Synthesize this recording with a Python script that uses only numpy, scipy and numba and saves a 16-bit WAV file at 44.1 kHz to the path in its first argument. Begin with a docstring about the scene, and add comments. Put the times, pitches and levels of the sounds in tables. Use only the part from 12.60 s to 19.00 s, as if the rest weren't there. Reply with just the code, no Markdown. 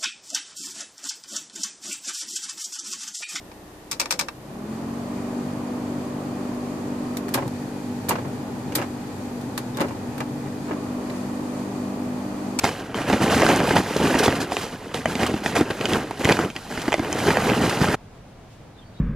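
"""Charcoal lumps tumble from a paper bag into a sheet-metal chimney, close to a two-port camera microphone.
Every contact is a sum of damped sines: the loudest blows are timed one by one, the rest rattle at random
with the flow of the pour, and the steel tube adds its ring and a short noisy tail.
A quiet garden of shaped noise lies under all; once the pour is faded out, its distant rumble, a faint
rustle and the sliding whistles of a small bird are left."""
import sys
import numpy as np
from scipy import signal
from scipy.fft import rfft, irfft
from scipy.io import wavfile
from scipy.ndimage import uniform_filter1d
from numba import njit

SR = 44100
rng = np.random.default_rng(int(sys.argv[2]) if len(sys.argv) > 2 else 0)


def output_pcm(signal):
    """Save a mono or channel-first signal as 16-bit PCM at the path in sys.argv[1].

    Samples are clipped to [-1, 1] before scaling.
    """
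    pcm = np.clip(np.atleast_2d(signal).T, -1, 1) * 32767
    wavfile.write(sys.argv[1], SR, np.round(pcm).astype(np.int16))


N = 282240
CONTACT_CYCLES = .17  # a ring swells with this time constant, in its own cycles


def undb(db):
    """Gain of a level in dB."""
    return 10 ** (np.asarray(db) / 20)


def at(table, hz):
    """Read (Hz, value) points on a log-frequency axis."""
    f, v = np.transpose(table)
    return np.interp(np.log(hz), np.log(np.maximum(f, 1)), v)


def unit(x):
    """Scale to rms 1."""
    return x / np.sqrt(np.mean(x ** 2))


def surge(rate):
    """Slow chance of rms 1: noise averaged twice over 1 / rate seconds."""
    k = int(SR / rate)
    return unit(uniform_filter1d(uniform_filter1d(rng.standard_normal(N), k), k))


def garden():
    """Distant traffic and leaves: shaped noise whose level wanders a little; something rustles once."""
    # Spectrum of the garden air. 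Each row: frequency in Hz, relative level in dB per Hz.
    air_spectrum = [(15, -33), (25, -6.5), (70, -11.5), (107, -3.5), (326, -15.5), (781, -18),
                    (1130, -24.5), (12900, -45.5), (14000, -47)]
    # How alike the two ports hear the air. Each row: frequency in Hz, left-right likeness (-1 to 1).
    likeness = [(60, 1), (130, 1), (290, 0.88), (640, 0.66), (1410, 0.6), (3100, 0.38), (6820, -0.23),
                (15000, -0.84)]
    level_db = -42.5
    rustle_s, rustle_length_s, rustle_gain = 5.935, .04, .7

    hz = np.maximum(np.fft.rfftfreq(N, 1 / SR), 1)
    like = np.clip(at(likeness, hz), -.9995, .9995)

    def shaped_noise(sign):
        spectrum = rfft(rng.standard_normal(N)) * undb(at(air_spectrum, hz))
        return irfft(spectrum * np.sqrt(1 + sign * like), N)

    mid, side = shaped_noise(1), shaped_noise(-1)
    wander_db = .8 * surge(15) + .7 * surge(3)
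    air = np.array([mid + side, mid - side]) / np.std(mid) * undb(level_db + wander_db)
    # the rustle is a brief lift of the treble of the air
    puff = np.exp(-((np.arange(N) / SR - rustle_s) / rustle_length_s) ** 2)
    treble = signal.lfilter(*signal.butter(2, 1500, "high", fs=SR), air)
    return air + rustle_gain * puff * treble


def bird():
    """Thin, husky sliding whistles: sines unsteady in pitch and level, smeared by distance."""
    # Notes of the bird. Each row: start in seconds, end in seconds, start pitch in Hz, end pitch in Hz,
    # level in dB before the unsteadiness and the smearing.
    notes = [(6.125, 6.19, 4050, 3950, -67), (6.145, 6.245, 3900, 2950, -61), (6.22, 6.29, 4480, 4550, -66),
             (6.325, 6.42, 4580, 4500, -69), (6.33, 6.4, 3950, 3800, -62), (6.345, 6.41, 3750, 2700, -61.5)]
    t, out = np.arange(N) / SR, np.zeros(N)
    for start, end, start_hz, end_hz, db in notes:
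        u = np.clip((t - start) / (end - start), 0, 1)
        # steeper slides waver more in pitch
        waver = 0.055 * surge(240) * abs(1 - end_hz / start_hz) ** 0.33
        hz = (start_hz + (end_hz - start_hz) * u) * (1 + waver)
        swell = np.sqrt(2 * np.sin(np.pi * u))
        out += undb(db + 5 * surge(250)) * swell * np.sin(2 * np.pi * np.cumsum(hz) / SR)
    # distance: a short fading noise echo, unlike on the two sides
    fade = np.exp(-np.arange(3000) / 600)
    echo = rng.standard_normal((2, len(fade))) * fade
    far = signal.fftconvolve(out[None], echo / np.sqrt(np.sum(fade ** 2)), axes=1)[:, :N]
    return .6 * out + 1.2 * far


@njit
def ring(start, pole, size, rise, count):
    """Sum of damped sines, each starting between two samples and swelling while the contact lasts."""
    y = np.zeros(count)
    for k in range(len(start)):
        i = max(int(np.ceil(start[k])), 0)
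        z = size[k] * pole[k] ** (i - start[k])
        soft = rise[k] ** (i - start[k])
        # stop once the ring has decayed to .003
        end = min(count, i + int(np.log(.003) / np.log(abs(pole[k]))))
        for j in range(i, end):
            y[j] += z.imag * (1 - soft)
            z *= pole[k]
            soft *= rise[k]
    return y


def ports(s, hz, cycles, size, side, contact=CONTACT_CYCLES):
    """Blows reach the left port later; side (spread 1) is where each lands; only treble is shadowed."""
    # Balance of the two ports. Each row: frequency in Hz, left minus right in dB.
    balance = [(150, 0), (500, -.8), (1500, -2.4), (5000, -1.6), (12000, -.3)]
    lag_s, lag_spread_s = 3.4e-5, 8e-6
    pan_db, shadow_hz = 6.5, 4000

    hz = np.minimum(hz, .45 * SR)
    # each ring falls by 60 dB over its cycles
    pole = np.exp((2j * np.pi - np.log(1000) / cycles) * hz / SR)
    rise = np.exp(-hz / SR / contact)
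    # the housing lengthens the path for treble
    lag = (lag_s + lag_spread_s * side) * np.clip(.35 + hz / 15000, 0, 1)
    tilt_db = at(balance, hz) + pan_db * side * hz / (hz + shadow_hz)

    def port(sign):
        return ring((s + sign * lag / 2) * SR, pole, size * undb(sign * tilt_db / 2) + 0j, rise, N)

    return np.array([port(1), port(-1)])


def contacts(rate, lo_hz, hi_hz, cycles, scatter_db, count):
    """Random contacts, rate per second, each ringing count pitches; loud ones are rare; rms 1."""
    # Spectrum of the rattle. Each row: frequency in Hz, relative level in dB per Hz.
    rattle_spectrum = [(35, -39), (60, -7), (263, 3.5), (317, 2.5), (762, -15.5), (1300, -16.5),
                       (1560, -17.5), (10100, -29.5), (12200, -26.5), (15000, -102)]
    c = rng.random((int(rate * N / SR), 3 + 2 * count))
    s = c[:, :1] * N / SR
    side = (c[:, 1:2] - .5) * np.sqrt(12)
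    # one pitch in each of count equal steps of the range
    hz = lo_hz * (hi_hz / lo_hz) ** ((np.arange(count) + c[:, 3:3 + count]) / count)
    db = -scatter_db * np.log(1 - c[:, 2:3]) + at(rattle_spectrum, hz) + 20 * np.log10(hz)
    size = undb(db) * (2 * c[:, 3 + count:] - 1)
    return unit(ports(*(np.broadcast_to(v, hz.shape).ravel() for v in (s, hz, cycles, size, side))))


def shares(level_db, bright_db):
    """Power of thud, clack and grit for a level and a brightness; grit answers brightness more."""
    clack_db, grit_db, grit_per_bright = -3, -12, 1.7  # clack and grit against the thud at brightness 0
    thud = level_db
    clack = level_db + clack_db + bright_db
    grit = level_db + grit_db + grit_per_bright * bright_db
    return undb([thud, clack, grit]) ** 2


def rattle():
    """Lumps thud on lumps, clack on the wall, and paper and grit crackle; small random slips move the level."""
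    # Flow of the pour. Each row: time in seconds, thud level in dB ahead of the tube, brightness in dB.
    flow = [(0.0, -44.5, 9.5), (.06, -29.5, 3), (0.24, -33.5, -0.5), (.33, -36, -2), (.47, -26, -0.5),
            (0.62, -22, -0.5), (0.88, -19, 2), (1.13, -21.5, -1), (1.22, -32, 3.5), (1.55, -17.5, 0.5),
            (1.7, -22, 1.5), (1.78, -25, -1.5), (2.1, -39.5, -1), (2.33, -36.5, 1), (2.6, -40.5, 8),
            (2.92, -27, -3), (3.2, -37, 4.5), (3.47, -34.5, -0.5), (3.62, -40.5, 6.5), (3.86, -21.5, -5),
            (3.93, -57.5, 11.5), (4.14, -40, 6.5), (4.43, -31, 1), (4.66, -24, 2), (4.95, -21, -0.5),
            (5.17, -24.5, 2), (5.35, -19.5, -0.5)]
    # Short slides of several lumps. Each row: start in seconds, length in seconds,
    # thud level in dB ahead of the tube, brightness in dB.
    slides = [(0.034, 0.035, -21, 4.5), (0.347, 0.072, -24.5, 0), (0.475, 0.045, -20.5, -0.5),
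              (0.523, 0.037, -20, -2.5), (0.609, 0.098, -22.5, 1.5), (0.697, 0.083, -21, 3.5),
              (0.797, 0.018, -12.5, -1.5), (0.882, 0.037, -13.5, 0), (1.067, 0.081, -16.5, -2),
              (1.151, 0.044, -14.5, 0.5), (1.587, 0.014, -35.5, 17), (1.632, 0.03, -28.5, 10),
              (1.752, .018, -29, 5.5), (1.802, 0.03, -24, 5), (1.909, 0.16, -36, 8.5),
              (2.01, 0.047, -34.5, 7), (2.124, 0.025, -29, -3), (2.339, 0.045, -25.5, 3.5),
              (2.47, 0.098, -26, 0.5), (2.591, 0.066, -20.5, -0.5), (2.663, 0.013, -24, 6),
              (2.689, 0.032, -21.5, -4), (2.833, 0.073, -34.5, 9), (2.95, 0.051, -16, 1),
              (3.102, 0.014, -18, -2.5), (3.2, 0.077, -27, 2), (3.282, 0.079, -23, 2),
              (3.319, 0.061, -18, -3), (3.509, 0.0045, -19.5, -2), (3.592, 0.029, -27.5, 4),
              (3.634, 0.12, -22, 2), (3.707, 0.013, -8, -5), (3.79, 0.05, -24, 1.5),
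              (3.951, 0.049, -41, 6.5), (4.087, 0.19, -33, 3.5), (4.215, 0.013, -37.5, 9.5),
              (4.283, 0.0069, -25.5, 0), (4.497, 0.033, -23, -3), (4.584, 0.021, -36, 10),
              (4.663, 0.054, -16, 0), (4.788, 0.075, -25, 3.5), (4.887, 0.042, -21.5, -11),
              (5.009, 0.056, -19.5, 0), (5.094, 0.0074, -37, 15.5), (5.21, 0.11, -27, 0.5)]
    s, level_db, bright_db = np.transpose(flow)
    t = np.arange(N) / SR
    slip = undb(1.2 * surge(37.5))

    thud = contacts(600, 66., 800., 10., 1.7, count=3) * slip
    # dense small chips under fewer, fuller knocks of whole lumps
    chips = contacts(1500, 700., 3000., 32., 1.2, count=2) * slip
    knocks = contacts(180, 400., 3200., 32., 1.6, count=4)
    clack = unit(chips + 1.15 * knocks)
    grit = contacts(9000, 3000., 14000., 30., .9, count=3) * slip

    power = shares(np.interp(t, s, level_db), np.interp(t, s, bright_db))
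    for start, length, db, bright in slides:
        # a slide sets in fast, holds and dies away
        u = np.clip((t - start) / length, 0, 8)
        envelope = np.minimum(8 * u, 1) * np.exp(-1.2 * u ** 2)
        power = power + shares(db, bright)[:, None] * envelope
    return sum(x * np.sqrt(p) for x, p in zip((thud, clack, grit), power))


def blows():
    """A loud blow rings the lump's body and bite; chips sound at chance pitches, then bounce ever weaker."""
    # Loud blows of single lumps. Each row: start in seconds, body pitch in Hz, body level in dB,
    # bite pitch in Hz, bite level in dB; the levels are relative, ahead of the strike gain.
    blow_list = [(0.042, 756, -10, 5640, -18), (0.0509, 760, -13, 1820, -23),
                 (0.0905, 845, -17.5, 1660, -26), (0.3446, 1060, -21.5, 3040, -30.5),
                 (0.499, 403, -9.5, 2020, -26), (0.529, 302, -15, 2680, -20.5),
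                 (0.537, 560, -17, 2260, -19), (0.8189, 1090, -7.5, 3050, -33),
                 (0.833, 480, -11, 1680, -23), (0.865, 194, -25, 1540, -14), (0.8905, 500, -12, 2700, -26),
                 (0.961, 500, -28, 9650, -18), (1.002, 189, -14, 1660, -22), (1.108, 410, -9, 1580, -17),
                 (1.162, 730, -10, 4750, -25), (1.167, 875, -9.5, 1620, -25),
                 (1.3624, 383, -13.5, 1530, -32), (1.3667, 900, -25, 5900, -22),
                 (1.401, 387, -15, 1440, -39), (1.455, 232, -16, 1500, -22), (1.5491, 229, -12, 1750, -41),
                 (1.6605, 477, -14, 3420, -18), (1.6795, 348, -4.5, 2350, -33),
                 (1.725, 276, -25, 1630, -23.5), (1.92, 850, -17, 2640, -31),
                 (1.9679, 1070, -17, 2760, -18.5), (2.344, 1070, -27, 3330, -23),
                 (2.4571, 567, -12.5, 1940, -17), (2.554, 350, -21, 2500, -20.5),
                 (2.6327, 466, -18, 2050, -18), (2.74, 290, -15, 1480, -32), (2.861, 260, -17, 1840, -14),
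                 (2.9648, 476, -22, 2360, -15.5), (3.0097, 323, -7, 1620, -30),
                 (3.108, 168, -24, 3550, -26), (3.2115, 458, -29, 2370, -23),
                 (3.2555, 260, -46, 3100, -17.5), (3.334, 279, -34, 3430, -15.5),
                 (3.647, 167, -17.5, 3270, -13.5), (3.6533, 278, -14, 2190, -14),
                 (3.6906, 340, -13, 2170, -14), (3.6961, 740, -16, 1900, -14),
                 (3.7204, 490, -19, 6600, -13), (3.7237, 333, -20, 2460, -13.5),
                 (3.769, 190, -43, 1600, -23), (3.7903, 266, -10, 1340, -17.5),
                 (3.902, 300, -35, 2570, -27.5), (3.9636, 1020, -39, 2770, -22.5),
                 (4.176, 252, -20.5, 1800, -25), (4.28, 317, -11.5, 1950, -24),
                 (4.321, 815, -16, 2300, -19.5), (4.3281, 900, -18, 2520, -16),
                 (4.3409, 606, -12, 2260, -14.5), (4.38, 239, -18, 2730, -40), (4.394, 330, -13, 1710, -31),
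                 (4.447, 430, -26, 1830, -28), (4.528, 740, -28, 6640, -16.5),
                 (4.6842, 406, -10, 1900, -23), (4.705, 724, -23, 1830, -17),
                 (4.7706, 560, -13, 1750, -15.5), (4.899, 384, -12, 2640, -20),
                 (4.919, 224, -12, 1850, -35), (5.0957, 550, -30, 1930, -22.5),
                 (5.2155, 147, -14.5, 1420, -20), (5.243, 550, -30, 1640, -21),
                 (5.285, 177, -14, 1310, -20.5), (5.344, 376, -23, 1350, -23.5)]
    # Pitch ranges of a blow's chips. Each row: low edge in Hz, high edge in Hz, cycles to fade by 60 dB,
    # spread of the bounces in seconds, gain in dB.
    chip_ranges = [(71, 170, 2, 0.0047, 10), (217, 449, 16.3, 0.003, -2), (540, 1445, 18.4, 0.00168, -2.5),
                   (1917, 3800, 87, 0.00115, -5), (4200, 12500, 26, 0.0018, 3.5)]
    count = 5  # chips per range
    strike_db, chips_db, bounce_db = 11, -9, -3.5
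    body_cycles, bite_cycles, crack_cycles = 5.5, 15, 4.0
    below_db, above_db = 5.5, 4  # chips weaken by this per octave below and above body and bite

    s, body_hz, body_db, bite_hz, bite_db = np.transpose(blow_list)
    c = rng.random((len(s), len(chip_ranges), count, 3))
    side = (rng.random(len(s)) - .5) * np.sqrt(12)
    # a blow with little bite is a soft one: it swells more slowly
    contact = CONTACT_CYCLES + 0.008 * np.maximum(body_db - bite_db + 8, 0)

    body = ports(s, body_hz, body_cycles, undb(body_db + strike_db), side, contact)
    bite = ports(s, bite_hz, bite_cycles, undb(bite_db + strike_db), side, contact)
    # the crack of the contact fills the band between body and bite
    crack_hz, crack_db = np.sqrt(body_hz * bite_hz), (body_db + bite_db) / 2 - 5.5
    crack = ports(s, crack_hz, crack_cycles, undb(crack_db + strike_db), side, contact)
    out = body - bite + crack

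    def loss_db(octaves):
        return np.maximum(-below_db * octaves, above_db * octaves)

    for k, (lo_hz, hi_hz, cycles, spread, gain_db) in enumerate(chip_ranges):
        for j in range(count):
            pitch, delay, sign = c[:, k, j].T
            bounce = max(j - 1, 0)  # the first two chips sound with the blow
            # chips alternate between the lower and upper half of the range
            hz = lo_hz * (hi_hz / lo_hz) ** ((j % 2 + pitch) / 2)
            near_body_db = body_db - loss_db(np.log2(hz / body_hz))
            near_bite_db = bite_db - loss_db(np.log2(hz / bite_hz))
            level_db = np.maximum(near_body_db, near_bite_db) + gain_db
            size = undb(level_db + strike_db + chips_db + bounce * bounce_db) * np.sign(sign - .5)
            out = out + ports(s + bounce * spread * delay, hz, cycles, size, side, contact)
    return out


def chimney(x):
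    """The wall rings briefly; scatter in the tube and off the grate adds a treble tail, unlike left and right."""
    # Ring of the steel wall. Each row: frequency in Hz, width in Hz, gain at the peak in dB.
    wall = [(755, 236, -4.5), (1604, 73, -7.5)]
    t60, wet_db, treble_hz = 0.065, -10, 1500  # tail decay in seconds, its gain in dB, its low edge in Hz

    x = x + sum(undb(db) * signal.lfilter(*signal.iirpeak(hz, hz / width, fs=SR), x) for hz, width, db in wall)
    t = np.arange(int(t60 * SR)) / SR
    noise = rng.standard_normal((2, len(t))) * np.exp(-np.log(1000) * t / t60)
    tails = signal.lfilter(*signal.butter(2, treble_hz, "high", fs=SR), noise)
    tails = tails / np.sqrt(np.sum(noise[0] ** 2))
    scatter = signal.fftconvolve(x.mean(axis=0)[None], tails, axes=1)[:, :N]
    return x + undb(wet_db) * scatter


def scene():
    """The pour into the chimney is faded out fast; garden and bird are added to it."""
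    pour_end_s, fade_s = 5.345, .012
    pouring = np.clip((pour_end_s + fade_s - np.arange(N) / SR) / fade_s, 0, 1)
    # small radiators send out little deep bass
    no_bass = signal.butter(2, 70, "high", fs=SR, output="sos")
    left, right = signal.sosfilt(no_bass, chimney(rattle() + blows()))
    # long waves press alike on both ports
    side = signal.sosfiltfilt(signal.butter(1, 330, "high", fs=SR, output="sos"), left - right)
    pour = (left + right + side * np.array([[1], [-1]])) / 2
    return pour * pouring + garden() + bird()


def record(dry):
    """The highest peaks are rounded; little is heard above 15.6 kHz."""
    top_hz = 15600
    rounded = np.tanh(0.72 * dry) / 0.94
    return signal.sosfilt(signal.ellip(10, .2, 90, top_hz, fs=SR, output="sos"), rounded)


dry = scene()
out = record(dry)
output_pcm(out)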